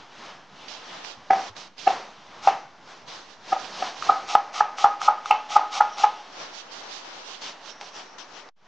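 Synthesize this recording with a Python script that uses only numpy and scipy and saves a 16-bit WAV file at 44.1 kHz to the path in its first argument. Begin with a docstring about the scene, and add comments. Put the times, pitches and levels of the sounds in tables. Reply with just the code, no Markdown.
"""A soft rustle in an open kitchen, with short swishes and taps of handling from left, middle and right.
Then a cleaver chops onion on a wooden board close to the microphone: single chops, then a fast run.
The blade crunches through the flesh and knocks the board, which rings and overloads the recorder.
Low air lies underneath; near the end the sound drops out and a quiet outdoor hush fades in."""
import sys
import numpy as np
from scipy import signal
from scipy.fft import rfft, irfft, next_fast_len
from scipy.io import wavfile
from scipy.ndimage import uniform_filter1d

SR = 44100
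rng = np.random.default_rng(int(sys.argv[2]) if len(sys.argv) > 2 else 0)


def put_to_file(sound):
    """Save the sound as 16-bit audio at rate SR, in the file named by the first command-line argument."""
    columns = np.atleast_2d(sound).T  # one column per channel
    safe = np.clip(columns, -1, 1)
    whole_steps = np.round(safe * 32767)
    wavfile.write(sys.argv[1], SR, whole_steps.astype(np.int16))


N = 382347

# Blade on board, centre. Each row: time in seconds, peak in dB, low tone in Hz, upper tones, clack and
# thud in dB over the low tones, ring time factor, punch in dB over the ring, rebound delay in ms,
# rebound in dB, top tones in dB, rise in ms.
CHOPS = [(1.308, 0, 771, -22, -34, -21, 1.36, -30, 26, -6.5, -13.5, 3.9),
         (1.877, 0.5, 755.5, -26.5, -22, -22, 0.34, -18, 30, -8.5, -24, 7.2),
         (2.475, 1.5, 790, -14.5, -18.5, -23, 0.39, 3.5, 12, 3, -26.5, 1.6),
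         (3.530, -5, 771, -20, -26.5, -21.5, 0.46, -19, 38, -11, -24, 7.7),
         (3.826, -9.5, 752, -19.5, -14, -22, 0.82, -5, 15, -17, -18.5, 3.3),
         (4.098, 1.5, 779, -13.5, -46, -21.5, 0.7, 1, 25, -7, -36.5, 6.3),
         (4.353, 4, 808, -13.5, -44, -11, 1.1, 23.5, 16, -16.5, -15, 1.5),
         (4.609, 0.5, 833, -7, -29, -27, 0.68, 13.5, 14, -17, -23, 3.6),
         (4.845, 3, 811, -7.5, -45.5, -18, .87, 5.5, 12.5, -0.5, -30.5, 2.9),
         (5.086, 2.5, 833, -5, -26, -36.5, 0.99, 2.5, 14, -13.5, -33, 7.2),
         (5.311, 2.5, 840, -20.5, -8.5, -34.5, 0.84, -19, 16, -14, -45, 3.2),
         (5.566, 2.5, 831, -16, -29, -29.5, 0.89, 3.5, 11, -13.5, -29, 8.3),
         (5.809, 2.5, 832.3, -10.5, -36, -47, 1.1, -2.5, 8, -9, -24, 4.2),
         (6.043, 1.4, 835, -11.5, -19.5, -31, 0.73, 7, 26, -9, -23, 7.1)]
# Blade into onion. Each row: time of the skin's snap in seconds, snap in dB, crunch in dB,
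# seconds from the snap until the crunch fades.
CUTS = [(2.433, -32.5, -29.5, 0.057), (4.024, -7.5, -33.5, 0.062), (4.288, -13.5, -24, 0.054),
        (4.543, -21, -26, 0.059), (4.784, -9.5, -25, 0.056), (5.016, -9.5, -24.5, 0.054),
        (5.258, -8, -33, 0.043), (5.504, -28, -25, 0.059), (5.728, -18, -23.5, 0.06),
        (5.983, -16, -24.5, 0.058)]
# The board's low modes, which shift with the place of the blow.
# Each row: factor on the low tone, level in dB, t60 in seconds.
BOARD_LOW = [(1, 2, 0.13), (0.91, -12, 0.17), (1.07, -8.5, 0.076), (1.2, -21, 0.086), (0.748, -16.5, 0.077),
             (0.53, -25.5, 0.15)]
# Modes of board, blade and table. Each row: frequency in Hz, level in dB, t60 in seconds.
BOARD_UPPER = [(1255.4, 10, 0.093), (1250, -23.5, 0.15), (1080, -26.5, 0.33), (990, -6.5, 0.024),
               (1391, -4, 0.053)]
BOARD_TOP = [(1693, 2.5, 0.019), (1480, -12, 0.032), (2000, -10, 0.072), (2247, -6.5, 0.016)]
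BLADE_MODES = [(2663, 6, 0.015), (2186, -12.5, .06), (3000, -9.5, .04), (2420, -12.5, .05),
               (2940, -20.5, 0.033), (4470, -23, .012), (5760, -26.5, .01)]
TABLE_MODES = [(340, 8, 0.011), (207, -7.5, 0.12), (120, -10.5, 0.065)]
# Things being handled. Each row: start in seconds, click in dB, ring in dB, pitch in Hz,
# left over right in dB.
TAPS = [(.683, -38, -41, 4600, -22), (1.048, -24.5, -44, 880, -15), (1.50, -51, -33, 103, .5),
        (1.566, -33.5, -45, 3860, -18), (1.781, -39, -43, 4930, -19), (7.812, -21, -30, 815, .3),
        (8.184, -32, -43, 990, 14), (8.489, -39, -41, 790, -2)]
# Swishes of handling. Each row: end of the rise in seconds, hold, rise and fall in ms,
# bright and deep parts in dB, left over right in dB.
SWISHES = [(.685, 57, 7.4, 100, -38.5, -51, -21.5), (1.05, 67, 33, 62, -45.5, -50, -32),
           (1.33, 27, 20, 230, -42, -29.5, 0), (1.4, 94, 140, 34, -33, -42.5, -6),
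           (1.57, 50, 22, 120, -33.5, -45, -6.5), (1.79, 117, 20, 60, -32.5, -47.5, -10.5),
           (1.9, 25, 62, 230, -31.5, -30, -0.5), (2.48, 15, 64, 177, -37, -32, 3.5),
           (2.9, 33, 110, 200, -40, -42.5, 0), (3.082, 70, 22, 190, -33, -40.5, -0.5),
           (3.3, 32, 110, 69, -47.5, -55, -20), (3.5, 33, 93, 65, -30.5, -37, 0),
           (3.6, 50, 69, 180, -33, -38.5, -12), (3.8, 83, 195, 120, -27.5, -33, 0),
           (3.98, 100, 55, 100, -39, -44, -21), (4.059, 30, 110, 390, -31, -33, 0),
           (6.4, 30, 120, 170, -33.5, -37, 0.5), (6.55, 54, 40, 43, -41.5, -69, -25.5),
           (6.72, 85, 17, 67, -43, -46, -22), (6.84, 58, 110, 100, -43.5, -42.5, 11),
           (6.92, 56, 67, 72, -38, -48, -21), (7.05, 150, 100, 150, -40.5, -44, 6.5),
           (7.28, 67, 100, 96, -37.5, -47.5, -14.5), (7.422, 73, 21, 74, -28.5, -39, 0),
           (7.66, 46, 63, 46, -35.5, -46, -13), (7.81, 28, 11, 110, -36.5, -43, -1),
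           (7.87, 19, 50, 45, -43, -53, -18), (7.96, 40, 52, 100, -32.5, -40, 0.5),
           (8.186, 28, 8, 63, -38, -47, 13.5), (8.37, 26, 124, 67, -39, -44.5, 12.5)]
# The rustle in the middle. Each row: time in seconds, bright and deep parts in dB.
RUSTLE_LEVELS = [(0, -42, -43.5), (.08, -47.5, -48.5), (.26, -35, -38), (.47, -52, -50), (.62, -38, -43.5),
                 (.82, -39, -42.5), (.94, -33, -38.5), (1.2, -47.5, -47), (2.15, -46.5, -49),
                 (2.38, -42, -42.5), (2.68, -53.5, -49), (3.4, -58, -48), (4.2, -55.5, -41),
                 (6.1, -36.5, -43), (6.35, -45.5, -44), (7.15, -42, -45), (7.6, -45.5, -44.5),
                 (8.5, -58, -44.5), (8.54, -66.5, -76.5), (8.62, -61.5, -59), (8.67, -55, -51)]
# Slow curves. Each row: time in seconds, level in dB.
SHEEN_LEVELS = [(5.85, -35), (5.93, -11), (6, -19.5), (7.6, -38.5), (7.73, -11.5), (8, -22), (8.15, -13),
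                (8.67, -25.5)]  # a thin high sheen, relative to the bright part
SIDE_LEVELS = [(0, -15.5), (.45, -12.5), (1.1, 1), (1.27, -22), (1.45, -5), (2, -11.5), (2.9, -11),
               (3.15, -2.5), (3.8, -15.5), (4.2, -21), (6.15, -23), (6.35, 0.5), (7.3, 2), (7.75, -11),
               (8, -2), (8.67, -7)]  # stereo width of rustle and swishes
AIR_LEVELS = [(0, -56.5), (2, -55.5), (4, -57), (5, -78), (7, -79), (8.67, -70)]
# Spectra. Each row: frequency in Hz, gain in dB.
CRUNCH_SPECTRUM = [(200, -14), (500, -9), (850, 11), (1250, 2), (1900, 11.5), (3200, 8.5), (4500, 5),
                   (6000, 5), (12000, 9.5)]
BASS_CUT = [(20, -39), (200, -17), (500, -6.5)]  # hum and shaken board carry little bass
SWISH_SPECTRUM = [(600, -41), (1300, -10.5), (2000, -9.5), (3000, -1.5), (4500, -3), (5600, -6),
                  (7000, -5.5), (12000, 0)]  # bright part of a swish
BRIGHT_SPECTRUM = [(600, -49), (1300, -3.5), (2000, -9.5), (3000, 0.6), (4200, -4.5), (5600, -9.5),
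                   (7000, -9), (12000, 0.5)]  # bright part of the rustle
DEEP_SPECTRUM = [(30, -27.5), (70, -43), (130, -17.5), (250, -7.5), (500, -5.5), (850, -1.3), (1250, -5.5),
                 (2000, -11), (3500, -21)]  # deep part of both
SHEEN_SPECTRUM = [(4600, -36), (5250, -6), (5700, 0), (6050, -6), (6700, -36)]
AIR_SPECTRUM = [(15, 0), (30, -3), (50, .1), (80, -14.5), (130, 7), (250, 3), (450, -27.5)]
MIC_RESPONSE = [(20, -7), (5800, 1), (6800, -6), (7600, -17.5), (8600, -25.5), (10000, -44), (12000, -74),
                (22000, -95)]
# How alike the noise is left and right. Each row: frequency in Hz, correlation.
LIKENESS = [(60, 0.52), (200, 0.65), (650, 0.54), (2160, 0.38), (7130, 0.12)]
# The level dips briefly. Each row: start in seconds, end in seconds, depth in dB.
DIPS = [(1.495, 1.555, -6), (1.685, 1.769, -7.5), (8.498, 8.56, -24.5)]

HUM_DB, HUM_T60_S = -26, 0.38  # table and room keep the tones going
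THUMP_DB, THUMP_MS = -4.5, 0.92  # a short, dull low thump at the knock's peak; level over the thud
TICK_DB, SHAKEN_DB = -14.5, -11  # edge on wood, over the low tones; shaken board, over the crunch
LEAD_S, BITE_S, THROUGH_S = 0.02, 0.036, 0.02  # the crunch: lead on the snap, rise, fade
DEEP_PAN_SHARE, SWISH_EDGE_DB = 0.5, 20  # pan the deep part follows; change over a rise or fall time
RECORDER_BIAS, BAND_LIMIT_HZ = 0.0013, 15600


def chop(s, db, low_hz, upper_db, blade_db, thud_db, stretch, punch_db, rebound_ms, rebound_db,
         top_db, rise_ms):
    """The blow builds as the edge sinks in, peaks in a punch and rebounds; a rough hum lingers."""
    t = np.arange(-SR // 50, SR // 2) / SR  # zero at the peak
    tones = ring(low_modes(low_hz), t, stretch, spread_db=1.5, wave=np.cos)
    tones += amp(upper_db) * ring(BOARD_UPPER, t, stretch, spread_db=3.3)
    tones += amp(top_db) * ring(BOARD_TOP, t, stretch, spread_db=4.8)
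    punch = amp(punch_db) * np.exp(-(t / 0.0072) ** 2)
    # The blade clacks once it is stopped.
    clack = amp(blade_db) * ring(BLADE_MODES, t, spread_db=1.5) * onset(t, 0.0008)
    tick = amp(TICK_DB - 60 * abs(t) / 0.013) * crisp(rng.standard_normal(len(t)))
    thump = amp(THUMP_DB) * np.exp(-(t * 1000 / THUMP_MS) ** 2)
    thud = amp(thud_db) * (ring(TABLE_MODES, t, stretch) + thump)
    blow = (tones * (1 + punch) + thud) * onset(t, rise_ms / 1000)
    cycles = round(rebound_ms * low_hz / 1000)  # the rebound lands in step with the low tone
    rebound = amp(rebound_db) * np.roll(tones * onset(t, 0.005), round(cycles * SR / low_hz))
    knock = blow + rebound + clack + tick
    hum = room_hum(tones * amp(-60 * t / 0.54) + clack, t)
    return s + t[0], amp(db) * (knock / abs(knock).max() + amp(HUM_DB) * hum)


def room_hum(ringing, t):
    """Table and room scatter a chop's tones into a short tail, almost alike left and right."""
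    scatter = rng.standard_normal((len(t), 2)).T * amp(-60 * t / HUM_T60_S) * np.clip(t / 0.00067, 0, 1)
    scatter[1] = scatter[0] + 0.021 * scatter[1]
    tail = signal.fftconvolve(scatter, ringing[None, t >= 0], axes=1)[:, :len(t)]
    hum = coloured(tail, BASS_CUT)
    return hum / np.sqrt(np.mean(hum[:, :3000] ** 2))


def onion_cut(s, snap_db, crunch_db, length_s):
    """Cells burst and shake the board until the blade is through; the skin snaps near the start."""
    t = np.arange(-SR // 40, SR // 6) / SR  # zero at the snap
    burst_sizes = amp(2.2 * np.minimum(rng.exponential(1, len(t)), 4))
    cells = crisp(burst_sizes * rng.standard_normal(len(t)))
    stroke = np.clip((t + LEAD_S) / BITE_S, 0, 1) * np.clip((length_s - t) / THROUGH_S + 1, 0, 1)
    crunch = cells * stroke
    board = ring(low_modes(low_hz=820) + BOARD_UPPER, t, stretch=0.42)[t >= 0]
    shaken = unit_rms(coloured(signal.fftconvolve(crunch, board)[:len(t)], BASS_CUT))
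    crack = 0.25 * cells * amp(-60 * abs(t) / 0.012)
    crack_ring = 0.12 * ring(BOARD_UPPER, t, stretch=0.22, spread_db=2)
    snap = (crack + crack_ring) * np.clip(t / 0.001, 0, 1)
    return s + t[0], amp(crunch_db) * (crunch + amp(SHAKEN_DB) * shaken) + amp(snap_db) * snap


def tap(s, click_db, ring_db, hz, pan_db):
    """Something handled near the board gives a broadband click and a short ring."""
    t = np.arange(6000) / SR
    click = crisp(rng.standard_normal(len(t))) * amp(click_db - 60 * t / 0.009)
    tone = amp(ring_db - 60 * t / (0.028 + 12 / hz)) * np.sin(2 * np.pi * hz * t)
    return s, amp(np.array([[0.5], [-0.5]]) * pan_db) * (click + tone)


def swish_envelope(s, hold_ms, rise_ms, fall_ms):
    """One movement of handling rises, holds and falls: a gain at every sample."""
    ms = (np.arange(N) / SR - s) * 1000
    before = np.maximum(-ms, 0) / rise_ms
    after = np.maximum(ms - hold_ms, 0) / fall_ms
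    return amp(-SWISH_EDGE_DB * (before + after))


def handling_rustle():
    """Bright and deep hiss: a soft bed in the middle, and swishes that each come from their own side."""
    powers = np.array([swish_envelope(*row[:4]) for row in SWISHES]) ** 2
    bright_db, deep_db, pan_db = np.transpose(SWISHES)[4:]
    pan = np.array([[1], [-1]]) * pan_db
    # Overlapping swishes add in power.
    bright_swishes = np.sqrt(amp(2 * bright_db + pan) @ powers)
    deep_swishes = np.sqrt(amp(2 * deep_db + DEEP_PAN_SHARE * pan) @ powers)
    bright_bed, deep_bed = amp(curves(RUSTLE_LEVELS))
    side_db = curves(SIDE_LEVELS)[0]
    bright = bright_swishes * hiss(SWISH_SPECTRUM, side_db, patchy_db=1.3)
    bright += bright_bed * hiss(BRIGHT_SPECTRUM, side_db, patchy_db=1.3)
    sheen_gain = amp(curves(SHEEN_LEVELS)[0]) * (bright_swishes + bright_bed)
    sheen = sheen_gain * hiss(SHEEN_SPECTRUM, side_db, patchy_db=4.1)
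    deep = deep_swishes * hiss(DEEP_SPECTRUM, side_db, patchy_db=0.59)
    deep += deep_bed * hiss(DEEP_SPECTRUM, side_db, patchy_db=0.59)
    return bright + sheen + deep


def low_air():
    """A faint rumble of air behind everything."""
    return amp(curves(AIR_LEVELS)[0]) * hiss(AIR_SPECTRUM, side_db=-9, patchy_db=3.3)


def hiss(spectrum, side_db, patchy_db):
    """Stereo noise with drifting patches, partly alike left and right; side_db sets its width."""
    hz = np.fft.rfftfreq(512, 1 / SR)
    left_re, left_im, other_re, other_im, patches = rng.standard_normal((N // 128 + 5, 257, 5)).T
    patches = unit_rms(uniform_filter1d(uniform_filter1d(patches, 10, axis=0), 14, axis=1))
    likeness = at_hz(LIKENESS, hz)[:, None]
    left = left_re + 1j * left_im
    right = likeness * left + np.sqrt(1 - likeness ** 2) * (other_re + 1j * other_im)
    frames = np.array([left, right]) * amp(at_hz(spectrum, hz)[:, None] + patchy_db * patches)
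    noise = unit_rms(signal.istft(frames, nperseg=512, noverlap=384)[1][:, :N])
    mid, side = noise.mean(0), (noise[0] - noise[1]) / 2 * amp(side_db)
    return np.array([mid + side, mid - side])


def ring(modes, t, stretch=1, spread_db=0.0, wave=np.sin):
    """Dying waves, in step at t = 0; each blow shares its force a little differently among them."""
    shares_db = spread_db * rng.standard_normal(len(modes))
    return sum(amp(db + share - 60 * np.maximum(t, 0) / (t60 * stretch)) * wave(2 * np.pi * hz * t)
               for (hz, db, t60), share in zip(modes, shares_db))


def low_modes(low_hz):
    return [(low_hz * factor, db, t60) for factor, db, t60 in BOARD_LOW]


def onset(t, rise_s):
    """A bell-shaped rise that reaches 1 at t = 0 and stays there."""
    return np.exp(-(np.minimum(t, 0) / rise_s) ** 2)


def crisp(noise):
    return unit_rms(coloured(noise, CRUNCH_SPECTRUM))


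def coloured(x, spectrum):
    """Filters by a spectrum in dB."""
    size = next_fast_len(x.shape[-1])
    gains = amp(at_hz(spectrum, np.fft.rfftfreq(size, 1 / SR)))
    return irfft(rfft(x, size) * gains, size)[..., :x.shape[-1]]


def at_hz(points, hz):
    point_hz, values = np.transpose(points)
    return np.interp(np.log(hz + 1), np.log(point_hz + 1), values)


def curves(rows):
    """Columns of a timed table at every sample."""
    s, *columns = np.transpose(rows)
    return [np.interp(np.arange(N) / SR, s, column) for column in columns]


def amp(db):
    return 10 ** (np.asarray(db) / 20)


def unit_rms(x):
    return x / np.sqrt(np.mean(x ** 2) + 1e-20)


def add(mix, s, sound):
    part = mix[..., round(s * SR):][..., :sound.shape[-1]]
    part += sound[..., :part.shape[-1]]


def scene():
    """The kitchen from beside the board: chops, cuts and taps over rustle and air, with brief dips."""
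    mix = handling_rustle() + low_air()
    for rows, source in ((CHOPS, chop), (CUTS, onion_cut), (TAPS, tap)):
        for row in rows:
            add(mix, *source(*row))
    t = np.arange(N) / SR
    dips_db = sum(db * ((t > start) & (t < end)) for start, end, db in DIPS)
    return mix * amp(uniform_filter1d(dips_db, 500))


def record(dry):
    """A dull microphone, hard overload on the loudest knocks, then the recorder's band limit."""
    clipped = np.clip(coloured(dry, MIC_RESPONSE) + RECORDER_BIAS, -1, 1)
    lowpass = signal.firwin(511, BAND_LIMIT_HZ, window=("kaiser", 9), fs=SR)
    return signal.oaconvolve(clipped, lowpass[None], "same")


dry = scene()
out = record(dry)
put_to_file(out)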